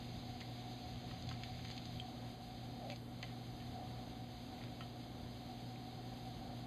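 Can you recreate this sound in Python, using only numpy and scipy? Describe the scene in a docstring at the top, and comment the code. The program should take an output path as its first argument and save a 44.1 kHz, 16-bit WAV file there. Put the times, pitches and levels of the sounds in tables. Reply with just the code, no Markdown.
"""A quiet bedroom where a dog lies on satin bedding and watches a tablet, about 6.7 seconds.
Throughout, an appliance hums at twice the mains frequency, its fan moves air, a low rumble swells and hiss lies on top.
From 0.4 s ticks, taps and satin rustle come from mouth and bedding: sharp cracks and short decaying rings.
At 2 s a wet lip pops and the hiss settles lower; at 2.8 s the throat gurgles with short, falling tones.
Around 3 s the hiss dips briefly; the last tick comes near 5.8 s."""
import sys
import numpy as np
from scipy import signal
from scipy.fft import rfft, irfft, next_fast_len
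from scipy.io import wavfile
from scipy.ndimage import map_coordinates

SR = 44100
rng = np.random.default_rng(int(sys.argv[2]) if len(sys.argv) > 2 else 0)


def generate_wav(sig):
    """Save sig (samples, or channels by samples) to the path in sys.argv[1] as 16-bit PCM at SR."""
    pcm = np.round(np.clip(np.atleast_2d(sig).T, -1, 1) * 32767).astype(np.int16)
    wavfile.write(sys.argv[1], SR, pcm)


N = 294014  # length in samples


def amp(db):
    """Turn decibels into a gain."""
    return 10 ** (np.asarray(db) / 20)


def unit(x):
    """Scale a sound to an rms (average strength) of 1."""
    return x / np.sqrt(np.mean(x ** 2) + 1e-20)


def along(points, hz):
    """Read a curve of (Hz, value) points on a logarithmic frequency axis."""
    point_hz, values = np.transpose(points)
    return np.interp(np.log(hz + 1), np.log(point_hz + 1), values)


def curves(rows):
    """Draw straight lines between timed rows: one curve for each column after the time."""
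    seconds, *columns = np.transpose(rows)
    return [np.interp(np.arange(N) / SR, seconds, column) for column in columns]


def wobble(rate):
    """Make a smooth random curve with `rate` random points a second."""
    knots = rng.standard_normal(int(N * rate / SR) + 4)
    return map_coordinates(knots, [np.arange(N) * rate / SR])


def filtered(x, response):
    """Multiply each frequency of x by the gain that response gives it."""
    size = next_fast_len(len(x) + 8192)
    spectrum = rfft(x, size) * response(np.fft.rfftfreq(size, 1 / SR))
    return irfft(spectrum, size)[:len(x)]


def rush(spectrum):
    """Make noise of rms 1 with the given spectrum, falling away above its last point."""
    last_hz = spectrum[-1][0]

    def response(hz):
        skirt = 1 / (1 + (hz / (2 * last_hz)) ** 4)
        return amp(along(spectrum, hz)) * skirt

    return unit(filtered(rng.standard_normal(N), response))


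def bell(hz, centre_hz, octaves):
    """Give a smooth band around a centre frequency."""
    return np.exp(-.5 * (np.log2((hz + 1) / centre_hz) / octaves) ** 2)


def add(track, s, sound):
    """Mix a short sound into a track at time s."""
    start = round(s * SR)
    track[start:start + len(sound)] += sound[:N - start]


def tone(hz, drift):
    """Make a sine of rms 1 whose phase is shifted by drift radians."""
    cycles = np.cumsum(hz * np.ones(N)) / SR + rng.random()
    return np.sqrt(2) * np.sin(2 * np.pi * cycles + drift)


def causal(gain, size):
    """Make the sharp-fronted (minimum-phase) pulse that has the given spectrum, peak 1."""
    gains = gain(np.fft.rfftfreq(2 * size, 1 / SR))
    cepstrum = irfft(np.log(np.maximum(gains, 1e-3)))
    # Folding the second half onto the first packs the energy at the front.
    cepstrum[1:size] *= 2
    cepstrum[size + 1:] = 0
    pulse = irfft(np.exp(rfft(cepstrum)))[:size]
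    return pulse / np.abs(pulse).max()


def ringing(modes, t, weight):
    """Sum decaying modes, each weighted by its frequency and a little different at every contact."""
    total = np.zeros(len(t))
    for hz, db, t60 in modes:
        fade = amp(db + rng.normal(0, 1) - 60 * t / t60)
        total += fade * weight(hz) * np.sin(2 * np.pi * (hz * t + rng.random()))
    return total


# Low rumble noise in the room's deepest resonances.
# Each row: frequency in Hz, relative strength in dB per Hz.
RUMBLE_SPECTRUM = [(20, -46), (38, -9), (55, -8), (74, -8.5), (86, 5), (98, -9.5), (118, -1), (140, -13),
                   (160, -4.5), (190, -13), (260, -28)]
# Swells of the rumble. Each row: start in seconds, length in seconds, highest rise over the resting level in dB.
RUMBLE_SWELLS = [(0.0, 0.46, 14), (0.797, 0.71, 17), (1.12, 0.38, 17.5), (1.402, 0.43, 15.5),
                 (1.804, 0.31, 18), (3.35, 0.84, 11), (4.45, 0.33, 12), (5.05, 0.68, 10), (6.25, 0.6, 9)]
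RUMBLE_DB, SWELL_RISE_S = -68, 0.16  # resting level, time to reach the top of a swell


def rumble():
    """Noise in the room's deepest resonances; each swell rises quickly and ebbs for the rest of its length."""
    t = np.arange(N) / SR
    swells = []
    for s, length, db in RUMBLE_SWELLS:
        shape = np.interp(t - s, [0, SWELL_RISE_S, length], [0, 1, 0]) ** .5
        swells.append(db * shape)
    swell_db = np.max(swells, axis=0)  # the strongest swell wins
    return amp(RUMBLE_DB + swell_db) * rush(RUMBLE_SPECTRUM)


# Mains hum. Each row: multiple of the hum pitch, rms level in dB.
HUM_PARTIALS = [(1, -54), (2, -57), (3, -72)]
HUM_HZ = 120
# Faint fan tones. Each row: frequency in Hz, rms level in dB.
FAN_TONES = [(59, -69.5), (85, -77), (117, -66), (173, -67), (615, -88), (726, -69), (755, -71.5),
             (3094, -76.5)]


def appliance():
    """Steady magnetic hum, with the less steady tones of the fan; the higher ones waver faster."""
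    hum = sum(amp(db) * tone(k * HUM_HZ, 0) for k, db in HUM_PARTIALS)
    whine = sum(amp(db) * tone(hz, 0.96 * wobble(7 + hz / 180)) for hz, db in FAN_TONES)
    return hum + whine


# Noise of moving air. Each row: frequency in Hz, relative strength in dB per Hz.
AIR_SPECTRUM = [(18, -47), (27, -24), (38, -3), (60, -0.5), (85, -8.5), (125, -1.5), (170, -2.5),
                (205, -5.5), (240, -2.5), (265, -1), (310, -3.5), (345, -8.5), (390, -11), (640, -10),
                (900, -17), (1600, -24.5), (3000, -41)]


def fan_air():
    """Turbulent air from the fan murmurs through the room, its level gently unsteady."""
    return amp(-54.0 + 0.85 * wobble(6.2)) * rush(AIR_SPECTRUM)


# Resonance of the fan housing. Each row: frequency in Hz, relative strength in dB per Hz.
HOUSING_SPECTRUM = [(600, -51), (650, -27), (690, -7), (742, 3.5), (800, -8.5), (880, -29.5)]
# How loud the housing is. 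Each row: time in seconds, level in dB before a small random wobble.
HOUSING_LEVELS = [(0.0, -60.5), (2.93, -59.5), (2.98, -89), (3.05, -62.5), (3.7, -61.5), (3.79, -53),
                  (3.88, -62), (5.5, -59.5), (6.4, -57.5)]


def fan_housing():
    """The moving air sings in the resonance of the fan housing."""
    level_db, = curves(HOUSING_LEVELS)
    return amp(level_db + wobble(3.55)) * rush(HOUSING_SPECTRUM)


def among_walls(x, ripple_db=2):
    """Reflections give a steady sound a fixed fine ripple of peaks and dips over frequency."""
    ripple = rng.standard_normal(900)
    ripple_hz = np.linspace(0, SR / 2, len(ripple))
    return unit(filtered(x, lambda hz: amp(ripple_db * np.interp(hz, ripple_hz, ripple))))


# The hiss starts louder and settles around one moment.
HISS_START_DB, HISS_REST_DB, SETTLE_AT_S, SETTLE_S = -59, -61.5, 2.14, 0.18
# It dips once: middle and half-width in seconds, depth in dB.
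DIP_AT_S, DIP_S, DIP_DB = 3.05, 0.092, -5


def hiss_level():
    """The main hiss level in dB settles lower and later dips once, briefly."""
    t = np.arange(N) / SR
    settled = (1 + np.tanh((t - SETTLE_AT_S) / SETTLE_S)) / 2
    dip_db = DIP_DB * np.exp(-((t - DIP_AT_S) / DIP_S) ** 2)
    return HISS_START_DB + (HISS_REST_DB - HISS_START_DB) * settled + dip_db


# Thin hiss. Each row: frequency in Hz, relative strength in dB per Hz.
HISS_SPECTRUM = [(900, -19.5), (2100, -2.5), (2850, -4.5), (3150, -1), (4100, 3), (5000, -1.5),
                 (5170, -28.5), (5750, -23), (6050, -8), (6700, -10.5), (7400, -17.5), (10500, -20),
                 (12200, -13.5), (13800, -24.5)]


def hiss():
    """Thin, flickering noise whose main part settles and dips, while its highest part does neither."""
    flickering = amp(0.84 * wobble(21.04)) * rush(HISS_SPECTRUM)
    top = filtered(flickering, lambda hz: hz > 7400)
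    main = among_walls(flickering - top)
    return amp(hiss_level()) * main + amp(-61.0) * top


def room(x, t60=0.17):
    """A furnished bedroom answers with a short, diffuse echo; t60 is its 60 dB fade in seconds."""
    t = np.arange(SR // 3) / SR
    tail = rng.standard_normal(len(t)) * amp(-60 * t / t60) * (1 - np.exp(-t / 0.0011))
    return signal.fftconvolve(x, tail / np.linalg.norm(tail))[:N]


# Dull taps. Each row: time in seconds, overall level in dB, upper edge of the sound in Hz.
DULL_TAPS = [(1.111, -50, 3200), (1.3133, -44.5, 2980), (1.59, -54, 1900), (3.2296, -42, 850),
             (4.808, -44, 3600), (4.822, -53, 4200)]
# The hollow body that the taps sound.
# Each row: frequency in Hz, typical relative level in dB, time to fade by 60 dB in seconds.
HOLLOW_MODES = [(550, -5, .03), (724, 2, 0.037), (1073, 2, 0.045), (1293, 4.5, 0.043), (1500, 4, 0.031),
                (1880, 2, 0.037), (2500, -3, 0.045), (2840, 5.5, 0.033), (3070, 5.5, 0.07)]


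def taps(ring_db=-9, scuff_db=-8, scuff_t60=0.021, attack=0.00047):
    """Padded contacts ring a small hollow body with a brief scuff; a lower edge leaves only its low modes."""
    track, t = np.zeros(N), np.arange(SR // 10) / SR
    for s, db, edge_hz in DULL_TAPS:
        padding = lambda hz: 1 / (1 + (hz / edge_hz) ** 6)
        scuff_colour = lambda hz: padding(hz) * bell(hz, 1400, 0.82)
        scuff = unit(filtered(rng.standard_normal(len(t)), scuff_colour))
        ring = amp(ring_db) * ringing(HOLLOW_MODES, t, padding)
        sound = ring + amp(scuff_db - 60 * t / scuff_t60) * scuff
        add(track, s, amp(db) * (1 - np.exp(-t / attack)) * sound)
    return track


# Spells of shifting satin.
# Each row: start in seconds, end in seconds, typical crack peak in dB, typical centre frequency in Hz.
SATIN_SPELLS = [(0.919, 1.881, -51.5, 3080), (1.269, 1.34, -44, 3100), (1.639, 1.73, -45, 3300),
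                (2.906, 2.931, -46, 2700), (3.239, 3.34, -50.5, 2140), (4.576, 4.69, -50, 2500)]
# Crackles a second, and how far each may stray either way in level and pitch.
RUSTLE_PER_S, RUSTLE_SPREAD_DB, RUSTLE_OCTAVES = 80, 1.5, 0.33
RUSTLE_WIDTH_OCTAVES, RUSTLE_T60_S, RUSTLE_RING_DB = 0.78, 0.013, -15.5


def rustle():
    """Shifting satin crackles finely, loosely spread over each spell: rows like those of the ticks."""
    rows = []
    for start, end, db, centre_hz in SATIN_SPELLS:
        slip, size, pitch = rng.uniform(-1, 1, (3, RUSTLE_PER_S * 2))  # enough for two seconds
        times = start + (np.arange(len(slip)) + (1 + slip) / 2) / RUSTLE_PER_S
        levels = db + RUSTLE_SPREAD_DB * size
        pitches = centre_hz * 2 ** (RUSTLE_OCTAVES * pitch)
        for s, level, hz in zip(times, levels, pitches):
            if s < end:
                rows.append((s, level, hz, RUSTLE_WIDTH_OCTAVES, RUSTLE_T60_S, RUSTLE_RING_DB))
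    return rows


# Soft ticks. Each row: time in seconds, peak of the crack in dB, centre frequency in Hz, width in octaves,
# time for the fizz to fade by 60 dB in seconds, level of the ring against the crack in dB.
SOFT_TICKS = [(.405, -42, 3400, .8, .02, -14), (.409, -38.5, 3400, .8, .018, -14),
              (.4134, -40.5, 2100, 0.75, .018, -7), (.959, -44.5, 3300, 0.23, .018, -14),
              (1.2245, -41, 4440, .5, .013, -18), (1.2908, -35.5, 3600, 0.65, 0.013, -18),
              (1.2945, -43, 4300, 0.54, .01, -18), (1.3156, -41, 1800, 1.6, .014, -25),
              (1.4348, -36, 2900, .7, 0.025, -16), (1.436, -37, 2800, 0.85, .016, -11),
              (1.594, -44, 2300, .8, .025, -14), (1.6507, -38.5, 2500, .8, .014, -11),
              (1.7024, -37.5, 2600, 1.2, 0.02, -19), (1.7131, -40, 4000, .6, .018, -16),
              (1.7171, -43, 4100, .5, .014, -16), (1.7665, -44, 3800, 0.65, .016, -14),
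              (1.7784, -35.5, 3570, 0.53, 0.026, -12), (1.7819, -43, 3600, .6, .014, -16),
              (1.8555, -40, 4070, 0.79, .016, -17), (2.9007, -35, 2770, .8, 0.02, -11),
              (2.9112, -43, 3300, .8, .02, -14), (2.9185, -44, 2360, 0.14, .06, 1),
              (2.9205, -42, 4660, 0.56, 0.019, -12), (2.929, -48, 2420, 0.22, 0.044, -5),
              (2.9603, -41.5, 3900, .6, .02, -13), (3.2282, -36.5, 3380, 0.88, 0.023, -7),
              (3.2297, -36.5, 2055, .28, .035, -3.5), (3.2318, -43, 2500, .6, .025, -11),
              (3.2412, -49, 4700, .8, .016, -14), (3.2542, -50, 4200, .7, .012, -16),
              (3.29, -53, 2050, .3, .04, -7), (3.602, -48, 2400, 0.36, 0.076, -13),
              (4.615, -49.5, 2170, .25, .04, -11), (4.638, -39, 2500, .8, .019, -19),
              (4.8082, -42, 1800, 1.4, .012, -20), (4.8112, -43, 1900, 1.3, 0.013, -22),
              (5.759, -49, 2280, .2, .033, -6)]
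# Colour of the crack and its fizz. Each row: frequency in Hz, relative strength in dB.
CRACK_COLOUR = [(500, 15), (1500, -1.5), (2150, 1), (2700, -3.5), (3450, 0.5), (3900, 0), (4500, 3.5),
                (5000, 0), (5300, -36), (5750, -24), (6100, -2.5), (6700, -1.5), (7400, -12.5), (9000, -13),
                (13000, -28)]
# What the ticks ring with.
# Each row: frequency in Hz, typical relative level in dB, time to fade by 60 dB in seconds.
RING_MODES = [(1500, -13, .025), (1934, -8, 0.05), (2080, -2, 0.06), (2317, -5, 0.047), (2695, -6, 0.036),
              (3060, -3, 0.033), (3420, -1, 0.032), (4300, -5, 0.038), (6700, -16, .012)]


def ticks(fizz_db=-11, attack=0.00073, ring_width=0.36):
    """Each tick or satin crackle is a sharp crack with a brief fizz, ringing the modes nearest its pitch."""
    track, t = np.zeros(N), np.arange(SR // 14) / SR
    for s, db, centre_hz, octaves, t60, ring_db in list(SOFT_TICKS) + rustle():
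        colour = lambda hz: bell(hz, centre_hz, octaves) * amp(along(CRACK_COLOUR, hz))
        nearness = lambda hz: bell(hz, centre_hz, ring_width * octaves)
        crack = causal(colour, size=len(t))
        fizz = amp(fizz_db - 60 * t / t60) * unit(filtered(rng.standard_normal(len(t)), colour))
        ring = amp(ring_db) * ringing(RING_MODES, t, nearness)
        add(track, s, amp(db) * (crack + (1 - np.exp(-t / attack)) * (fizz + ring)))
    return track


# A wet lip pop. Each row: time in seconds, level in dB before a small boost, pitch in Hz,
# time for the ring to fade by 60 dB in seconds.
LIP_POPS = [(1.9987, -34, 3160, 0.018)]


def pops():
    """A film of saliva bursts and briefly rings a tiny cavity."""
    track, t = np.zeros(N), np.arange(SR // 20) / SR
    for s, db, hz, t60 in LIP_POPS:
        ring = np.sin(2 * np.pi * hz * t) + amp(-24) * np.sin(2 * np.pi * 2.5 * hz * t)
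        burst = amp(-3.0 - 60 * t / 0.0069) * np.sin(2 * np.pi * 0.85 * hz * t)
        onset = 1 - np.exp(-t / 0.00072)
        add(track, s, amp(db + 2.5) * onset * (amp(-60 * t / t60) * ring + burst))
    return track


# Bubbles of the gurgle. Each row: start in seconds, peak level in dB, starting pitch in Hz.
BUBBLES = [(2.8, -47.5, 730), (2.825, -48.5, 638), (2.824, -54, 779), (2.843, -50.5, 792),
           (2.846, -53, 570), (2.858, -54, 754), (2.87, -45.5, 663), (2.893, -51, 767), (2.909, -51.5, 772),
           (2.886, -48, 600), (2.912, -51, 594)]
BUBBLE_S, BUBBLE_RISE_S = 0.034, 0.0055  # whole length and rise time
BUBBLE_SAG_HZ_PER_S, BUBBLE_WAVER = 990, 0.42  # fall in pitch, typical phase waver in radians


def gurgle():
    """Overlapping pockets of air in the throat each swell, waver, sink in pitch and fade."""
    track, t = np.zeros(N), np.arange(SR // 10) / SR
    swell = np.interp(t, [0, BUBBLE_RISE_S, BUBBLE_S], [0, 1, 0]) ** .5
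    for s, db, start_hz in BUBBLES:
        hz = start_hz - BUBBLE_SAG_HZ_PER_S * t
        waver = BUBBLE_WAVER * wobble(127)[:len(t)]
        cycles = np.cumsum(hz) / SR + rng.random()
        add(track, s, amp(db) * swell * np.sin(2 * np.pi * cycles + waver))
    return track


def scene():
    """The small near sounds and their echo lie over the steady room."""
    clicks = ticks() + taps()
    wet = pops() + gurgle()
    echo = room(amp(-8) * clicks + amp(-11) * wet)
    background = rumble() + appliance() + fan_air() + fan_housing() + hiss()
    return (clicks + wet + echo + background)[None]


TOP_HZ = 14000


def record(dry):
    """The phone keeps nothing above its band limit."""
    return np.array([filtered(x, lambda hz: hz < TOP_HZ) for x in dry])


dry = scene()
out = record(dry)
generate_wav(out)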